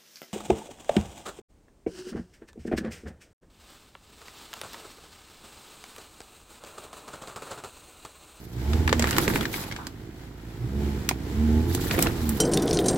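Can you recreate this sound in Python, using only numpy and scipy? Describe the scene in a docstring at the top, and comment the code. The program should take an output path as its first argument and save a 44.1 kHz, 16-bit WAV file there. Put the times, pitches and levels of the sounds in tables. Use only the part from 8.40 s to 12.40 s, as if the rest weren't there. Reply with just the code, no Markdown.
"""A vehicle drags a stump out of dry clay on a chain, in a fenced yard. The exhaust booms as the
engine begins the first of four surges. Strained roots snap and tear, twigs click, the trunk knocks
and the root ball heaves; clods crumble, soil sprays down, the chain jingles and the stump scrapes
to rest. After a lull the engine pulls again, more roots break, and the chain jingles as the stump
comes free. Throughout, the wooden fence returns a faint, short reflection of the stump's sounds."""
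import sys
import numpy as np
from scipy import signal
from scipy.fft import rfft, irfft, next_fast_len
from scipy.io import wavfile
from scipy.ndimage import map_coordinates

SR = 44100
rng = np.random.default_rng(int(sys.argv[2]) if len(sys.argv) > 2 else 0)


def bounce(signal):
    """Save signal as a 16-bit WAV file at the path given by the first command-line argument."""
    frames = np.transpose(np.atleast_2d(signal))
    limited = np.clip(frames, -1, 1)
    pcm = np.round(limited * 32767).astype(np.int16)
    wavfile.write(sys.argv[1], SR, pcm)


N = 4 * SR


# roots breaking, with a level for each band: start_s, thump_db, wood_db, snap_db, splinter_db
ROOT_SNAPS = [(0.477,-50,-22,-36.5,-46), (0.5275,-25,-19.5,-27.5,-48), (0.595,-27,-33.5,-28,-38),
              (0.6234,-54,-28.5,-28.5,-44), (0.642,-28.5,-24,-37.5,-54), (0.709,-60,-32,-30,-33),
              (0.7829,-24,-20.5,-25.5,-27.5), (0.879,-32,-23.5,-32,-38), (0.9585,-52,-24.5,-38,-39),
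              (1.469,-53,-40.5,-37,-44.5), (2.69,-61,-26.5,-23.5,-27), (2.7111,-27,-30.5,-43,-53),
              (3.3489,-38,-40,-32.5,-31), (3.5902,-24.5,-27,-40,-30), (3.625,-36,-50,-27,-20.5),
              (3.892,-58,-45,-42.5,-27.5)]
def roots(fibres=7):
    """Brittle fracture: a root sheds its strain in one impulse, then fibres part and a tear dies away."""
    out, t = np.zeros((2, N)), np.arange(SR // 10) / SR
    tear_db, tear_decay_s, fibre_delay_s, left_lag_s = -8, .0039, .00082, .00005
    level_window_s = .0104
    bands_hz = [(200, 800), (800, 2400), (2400, 8000), (8000, 16000)]
    filters = [signal.butter(3, band, "band", fs=SR, output="sos") for band in bands_hz]
    for start_s, *levels_db in ROOT_SNAPS:
        burst = amp(tear_db) * np.exp(-t / tear_decay_s) * rng.standard_normal((2, len(t)))
        delays_s = np.append(0, rng.exponential(fibre_delay_s, fibres)) + np.array([[left_lag_s], [0]])
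        sizes = np.append(-1, .52 * rng.uniform(-3.35, 1, fibres))
        sizes = sizes * amp(.75 * rng.standard_normal(delays_s.shape))
        offsets = np.clip(delays_s * SR, 0, len(t) - 1).astype(int)
        burst += [np.bincount(at, size, len(t)) for at, size in zip(offsets, sizes)]
        for k, (sos, level_db) in enumerate(zip(filters, levels_db)):
            band = signal.sosfilt(sos, burst if k else burst.mean(0, keepdims=True))  # mono thump
            rms = np.sqrt(np.mean(band ** 2, 0).sum() / (level_window_s * SR))
            add(out, start_s, (-1) ** k * amp(level_db) * band / rms)
    return out


# knocks of the trunk: start_s, pitch_hz, level_db
KNOCKS = [(.528, 432, -16), (.879, 408, -13.5), (.958, 270, -15.5), (3.581, 392.7, -16),
          (3.669, 324, -15.5)]
def trunk(t60_s=.047):
    """Damped free vibration: each jerk excites one hollow-sounding mode of the heavy stump."""
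    out, t = np.zeros((2, N)), np.arange(SR // 10) / SR
    for start_s, pitch_hz, level_db in KNOCKS:
        add(out, start_s, amp(level_db - 60 * t / t60_s) * np.sin(2 * np.pi * pitch_hz * t)[None])
    return out


# thin roots and twigs clicking: start_s, level_db
TWIG_CLICKS = [(.333, -26), (.493, -22), (.672, -24), (.69, -28), (.729, -25), (.766, -22), (.937, -30),
               (1.01, -24.5), (1.03, -28), (1.054, -23), (1.141, -25), (1.238, -34), (1.313, -31),
               (1.323, -30), (1.363, -31), (3.511, -19), (3.548, -27), (3.669, -23)]
# spectrum of a click: frequency_hz, gain_db
TWIG_SPECTRUM = [(400, -3.5), (1900, 3.5), (4500, -4), (16000, -25)]
def twigs(decay_s=.005, median_hz=1900):
    """Impulse response: each twig clicks and rings for an instant at its own natural frequency."""
    out, t = np.zeros((2, N)), np.arange(SR // 20) / SR
    grit = coloured(stereo_noise(), TWIG_SPECTRUM)
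    decay = np.exp(-t / decay_s)
    for start_s, level_db in TWIG_CLICKS:
        pitch_hz = median_hz * np.exp(.25 * rng.standard_normal())
        ring = 1.2 * np.sin(2 * np.pi * pitch_hz * t + rng.random((2, 1))) * decay
        click = grit[:, round(start_s * SR):][:, :len(t)]
        add(out, start_s, amp(level_db) * decay * (click + ring))
    return out


# clods and rootlets breaking up: time_s, level_db
CRUMBLE = [(.57, -61), (.61, -33.5), (1.03, -35), (1.1, -62), (1.15, -41), (1.32, -47), (1.42, -58.5),
           (3.15, -53), (3.48, -37), (3.66, -29.5), (3.74, -47)]
# spectrum of the crumbling: frequency_hz, gain_db
CRUMBLE_SPECTRUM = [(100, 3.5), (1100, 0), (1900, -1), (5500, -22), (16000, -22)]
# fine soil spraying: time_s, level_db
SPRAY = [(.55, -58), (.7, -40), (.97, -36.5), (1.09, -58), (1.13, -37), (1.2, -37.5), (1.42, -70),
         (3.1, -66), (3.35, -40), (3.64, -36), (3.71, -49), (4, -43.5)]
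# spectrum of the spray: frequency_hz, gain_db
SPRAY_SPECTRUM = [(1000, -13), (4000, 7), (8000, 0), (12500, 6.5), (16000, 5)]
def soil():
    """Superposition of random ticks: breaking clods and rootlets crackle, the denser spray hisses."""
    crumble_db, = curves(CRUMBLE)
    spray_db, = curves(SPRAY)
    rootlets = grains(per_second=1800, scatter_db=4.5, quality=4)
    crumbs = grains(per_second=12000, scatter_db=3, quality=7)
    crumble = amp(crumble_db + 1.2 * wobble(110)) * coloured(rootlets, CRUMBLE_SPECTRUM)
    spray = amp(spray_db + 3.3 * wobble(60)) * coloured(crumbs, SPRAY_SPECTRUM)
    return crumble + spray


# heaves of the root ball: peak_s, width_s, level_db
HEAVES = [(.89, 0.13, -29), (3.63, 0.088, -31)]
def root_ball():
    """Amplitude modulation: a low band of noise swells and fades as the root ball heaves."""
    envelope = sum(amp(level_db) * swell(peak_s, width_s) for peak_s, width_s, level_db in HEAVES)
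    return envelope * noise_band(centre_hz=224, width_hz=280)


def scrape(start_s=1.387, decay_s=.048, centre_hz=1037, level_db=-36.5):
    """Sliding friction: a band of noise decays as the stump comes to rest."""
    t = np.arange(N) / SR - start_s
    envelope = amp(level_db) * (t > 0) * np.exp(-abs(t) / decay_s)
    return envelope * noise_band(centre_hz, centre_hz / 2)


# jingles of the chain: start_s, length_s, tap_level_db
JINGLES = [(1.02, .19, -43), (3.823, .16, -44)]
def chain(taps=64, mean_hz=14750, t60_s=.016):
    """Impact excitation: slack links tap each other and each rings at its own natural frequency."""
    out, t = np.zeros((2, N)), np.arange(SR // 10) / SR
    for start_s, length_s, level_db in JINGLES:
        for k in range(taps):
            pitch_hz = mean_hz * (1 + .028 * rng.standard_normal())
            ring = np.sin(2 * np.pi * (pitch_hz * t + rng.random((2, 1))))
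            tap_s = start_s + length_s * (k + rng.random()) / taps
            add(out, tap_s, amp(level_db - 60 * t / t60_s) * ring)
    return out


# firing tone of the engine: time_s, firing_hz, fundamental_db, third_harmonic_db
FIRING = [(.12, 58.76, -49.5, -58), (.24, 65.93, -29, -42), (.35, 78.73, -20.5, -30.5),
          (.44, 82.34, -27, -44.5), (.63, 76.94, -26.5, -26), (.75, 67.54, -42, -49),
          (1.15, 53.5, -63, -60), (2.15, 55.95, -47.5, -77), (2.36, 69.97, -28.5, -34.5),
          (2.52, 72.05, -29, -36.5), (2.62, 66.2, -42.5, -46), (2.88, 63.5, -40, -52), (3, 75.53, -23, -24),
          (3.18, 77.83, -23, -25), (3.37, 90.92, -32.5, -63), (3.7, 86.2, -33, -52.5),
          (3.91, 74.9, -27, -26), (4, 66.2, -41, -47)]
# noise of the engine under load: time_s, roar_gain_db, fan_db
LOAD = [(.12, -48.5, -53.5), (.19, -41, -43.5), (.38, -33, -38.5), (.7, -36, -36.5), (1.2, -44.5, -40.5),
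        (1.55, -46, -52.5), (2.05, -48, -52.5), (2.42, -36.5, -42), (2.75, -39.5, -46.5), (3.3, -31.5, -40),
        (4, -37, -42.5)]
def engine(cylinders=6):
    """Periodic excitation: cylinders of unequal strength fire in turn, giving harmonics and puffs."""
    firing_hz, fundamental_db, third_db = curves(FIRING)
    roar_db, fan_db = curves(LOAD)
    cycles = np.cumsum(firing_hz * (1 + .006 * wobble(40))) / SR
    phase = 2 * np.pi * cycles
    fundamental = amp(fundamental_db + wobble(45)) * np.sin(phase)
    third = amp(third_db + wobble(45)) * np.sin(3 * phase)
    firings = np.floor(cycles).astype(int)
    cylinder_db = np.take(3 * rng.standard_normal(cylinders), firings, mode="wrap")
    pulses = np.diff(firings, prepend=0) * amp(cylinder_db + 2 * rng.standard_normal(N))
    puffs = stereo_noise() * (1 + .5 * np.cos(phase))
    pipe = exhaust(pulses, puffs, roar_db, fundamental_db)
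    return np.sqrt(2) * (fundamental + third) + pipe + intake(puffs, fundamental_db) + fan(phase, fan_db)


# response of the exhaust pipe: frequency_hz, gain_db
PIPE_SPECTRUM = [(20, -96.5), (38, 3.5), (120, 9), (180, 1), (330, 3), (470, -7.5), (560, -26),
                 (850, -21.5), (1200, -42), (3000, -102)]
# booms as the throttle opens: peak_s, level_db
BOOMS = [(0.192, -26.5), (2.245, -25.5)]
def exhaust(pulses, puffs, roar_db, fundamental_db, boom_hz=119.9, boom_width_s=.029):
    """Source and filter: the booming pipe shapes pulses and puffs; upper harmonics rise under load."""
    throb = coloured(pulses, PIPE_SPECTRUM)
    roar = amp(roar_db) * (amp(-2) * throb + amp(4) * coloured(puffs, PIPE_SPECTRUM))
    overtones = amp(fundamental_db - 19) * unit(filtered(throb, lambda hz: hz > 299.6))
    envelope = sum(amp(level_db) * swell(peak_s, boom_width_s) for peak_s, level_db in BOOMS)
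    boom = envelope * np.sin(2 * np.pi * boom_hz * np.arange(N) / SR)
    return roar + overtones + boom


# resonances of the intake: pitch_hz, gain_db
INTAKE_MODES = [(664, -1.5), (790, -4), (862, -0.5)]
def intake(puffs, fundamental_db, bandwidth_hz=3.3, relative_db=-23.5):
    """Forced resonance: the puffs drive narrow modes into a drone that follows the firing tone's level."""
    def response(hz):
        return sum(amp(db) / (1 + 2j * (hz - mode_hz) / bandwidth_hz) for mode_hz, db in INTAKE_MODES)
    return amp(fundamental_db + relative_db) * unit(filtered(puffs, response))


# spectrum of the fan: frequency_hz, gain_db
FAN_SPECTRUM = [(800, 3), (2000, -2.5), (4300, -7.5), (8500, -15.5)]
def fan(phase, level_db):
    """Broadband flow noise: the fan's rush swells with the throttle and pulses at the firing rate."""
    rush = coloured(stereo_noise(), FAN_SPECTRUM) * (1 + .12 * np.cos(phase))
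    return amp(level_db + 1.6 * wobble(11)) * rush


def yard(x, t60_s=.12, rise_s=.0011, gain_db=-11):
    """Diffuse reflection: the fence and ground scatter a short, thin tail."""
    t = np.arange(SR // 2) / SR
    tail = rng.standard_normal((2, len(t))) * amp(-60 * t / t60_s) * (1 - np.exp(-t / rise_s))
    return amp(gain_db) * signal.fftconvolve(x, tail / np.linalg.norm(tail[0]), axes=1)[:, :N]


# likeness of left and right: frequency_hz, coherence
COHERENCE = [(300, 0.97), (950, 0.31), (4000, 0)]
def spread(pair):
    """Spatial coherence: two unrelated signals mix to left and right, alike at long wavelengths."""
    angle = lambda hz: np.arccos(np.clip(along(COHERENCE, hz), -1, 1)) / 2
    mid, side = filtered(pair, lambda hz: np.array([np.cos(angle(hz)), np.sin(angle(hz))]))
    return np.array([mid + side, mid - side])


def stereo_noise():
    """White noise, coherent in the bass."""
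    return spread(rng.standard_normal((2, N)))


def noise_band(centre_hz, width_hz):
    """Noise through a Gaussian passband, at rms 1."""
    return unit(filtered(stereo_noise(), lambda hz: np.exp(-((hz - centre_hz) / width_hz) ** 2)))


def grains(per_second, scatter_db, quality):
    """Shot noise: damped ticks of random moment, pitch and size, with a random phase for each channel."""
    when, pitch, size, *phases = rng.random((per_second * N // SR, 5)).T[:, :, None]
    t = np.arange(256) / SR
    hz = 300 * 50 ** pitch  # 300 Hz to 15 kHz
    strength = amp(-scatter_db * np.maximum(np.log(size), -4)) * hz
    envelope = strength * np.exp(-t * hz * np.pi / quality)
    at = ((when * N).astype(int) + np.arange(len(t))).ravel()
    ticks = [envelope * np.sin(2 * np.pi * (hz * t + phase)) for phase in phases]
    return spread(np.array([np.bincount(at, channel.ravel(), N)[:N] for channel in ticks]))


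def coloured(x, spectrum, size=8192):
    """Minimum-phase filtering of x to the given spectrum, at rms 1."""
    cepstrum = irfft(np.log(amp(along(spectrum, np.fft.rfftfreq(size, 1 / SR)))))
    cepstrum[1:size // 2] *= 2  # folding the cepstrum makes the filter causal
    cepstrum[size // 2 + 1:] = 0
    impulse = irfft(np.exp(rfft(cepstrum)))
    return unit(signal.fftconvolve(np.atleast_2d(x), impulse[None], axes=1)[:, :N])


def filtered(x, response):
    """Linear filtering: the spectrum of x times a frequency response."""
    size = next_fast_len(N + SR // 2)
    return irfft(rfft(x, size) * response(np.fft.rfftfreq(size, 1 / SR)), size)[..., :N]


def along(points, hz):
    """Interpolation of (frequency_hz, value) points on a log axis."""
    points_hz, values = np.transpose(points)
    return np.interp(np.log(hz + 1), np.log(points_hz + 1), values)


def curves(rows):
    """Linear interpolation: one value per sample for each column after the time."""
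    times_s, *columns = np.transpose(rows)
    return [np.interp(np.arange(N) / SR, times_s, column) for column in columns]


def wobble(knots_per_s):
    """A smooth random fluctuation."""
    return map_coordinates(rng.standard_normal(4096), [np.arange(N) * knots_per_s / SR], mode="wrap")


def swell(peak_s, width_s):
    """A Gaussian envelope."""
    return np.exp(-.5 * ((np.arange(N) / SR - peak_s) / width_s) ** 2)


def amp(db):
    """Decibels to amplitude ratio."""
    return 10 ** (np.asarray(db) / 20)


def unit(x):
    """Normalisation to rms 1."""
    return x / np.sqrt(np.mean(x ** 2) + 1e-20)


def add(out, start_s, x):
    """Superposition of x on out from start_s."""
    i = max(round(start_s * SR), 0)
    out[:, i:i + x.shape[1]] += x[:, :N - i]


def scene():
    """Superposition: the stump's direct sound, its reflection in the yard, and the engine."""
    stump = roots() + twigs() + trunk() + soil() + root_ball() + scrape() + chain()
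    return stump + yard(stump) + engine()


# peaks and dips of the microphones, the first a dip from the ground reflection: centre_hz, width_hz, gain_db
MIC_RESPONSE = [(583, 46, -2.5), (1160, 160, -2.5), (1910, 127, 0.5), (2635, 180, -2.5), (7620, 600, 3.5),
                (9100, 730, -4)]
# channel balance: frequency_hz, left_minus_right_db
BALANCE = [(500, -3), (2500, 1.5), (8000, -2)]
def record(dry, cutoff_hz=15900):
    """Transduction: the microphones and a ground reflection colour the sound, peaks clip at full scale and the
    top is cut."""
    def response(hz):
        colour_db = sum(db * np.exp(-((hz - centre) / width) ** 2) for centre, width, db in MIC_RESPONSE)
        return amp(colour_db + along(BALANCE, hz) * np.array([[.5], [-.5]]))
    clipped = np.clip(filtered(dry, response), -1, 1)
    return filtered(clipped, lambda hz: hz < cutoff_hz)


dry = scene()
out = record(dry)
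bounce(out)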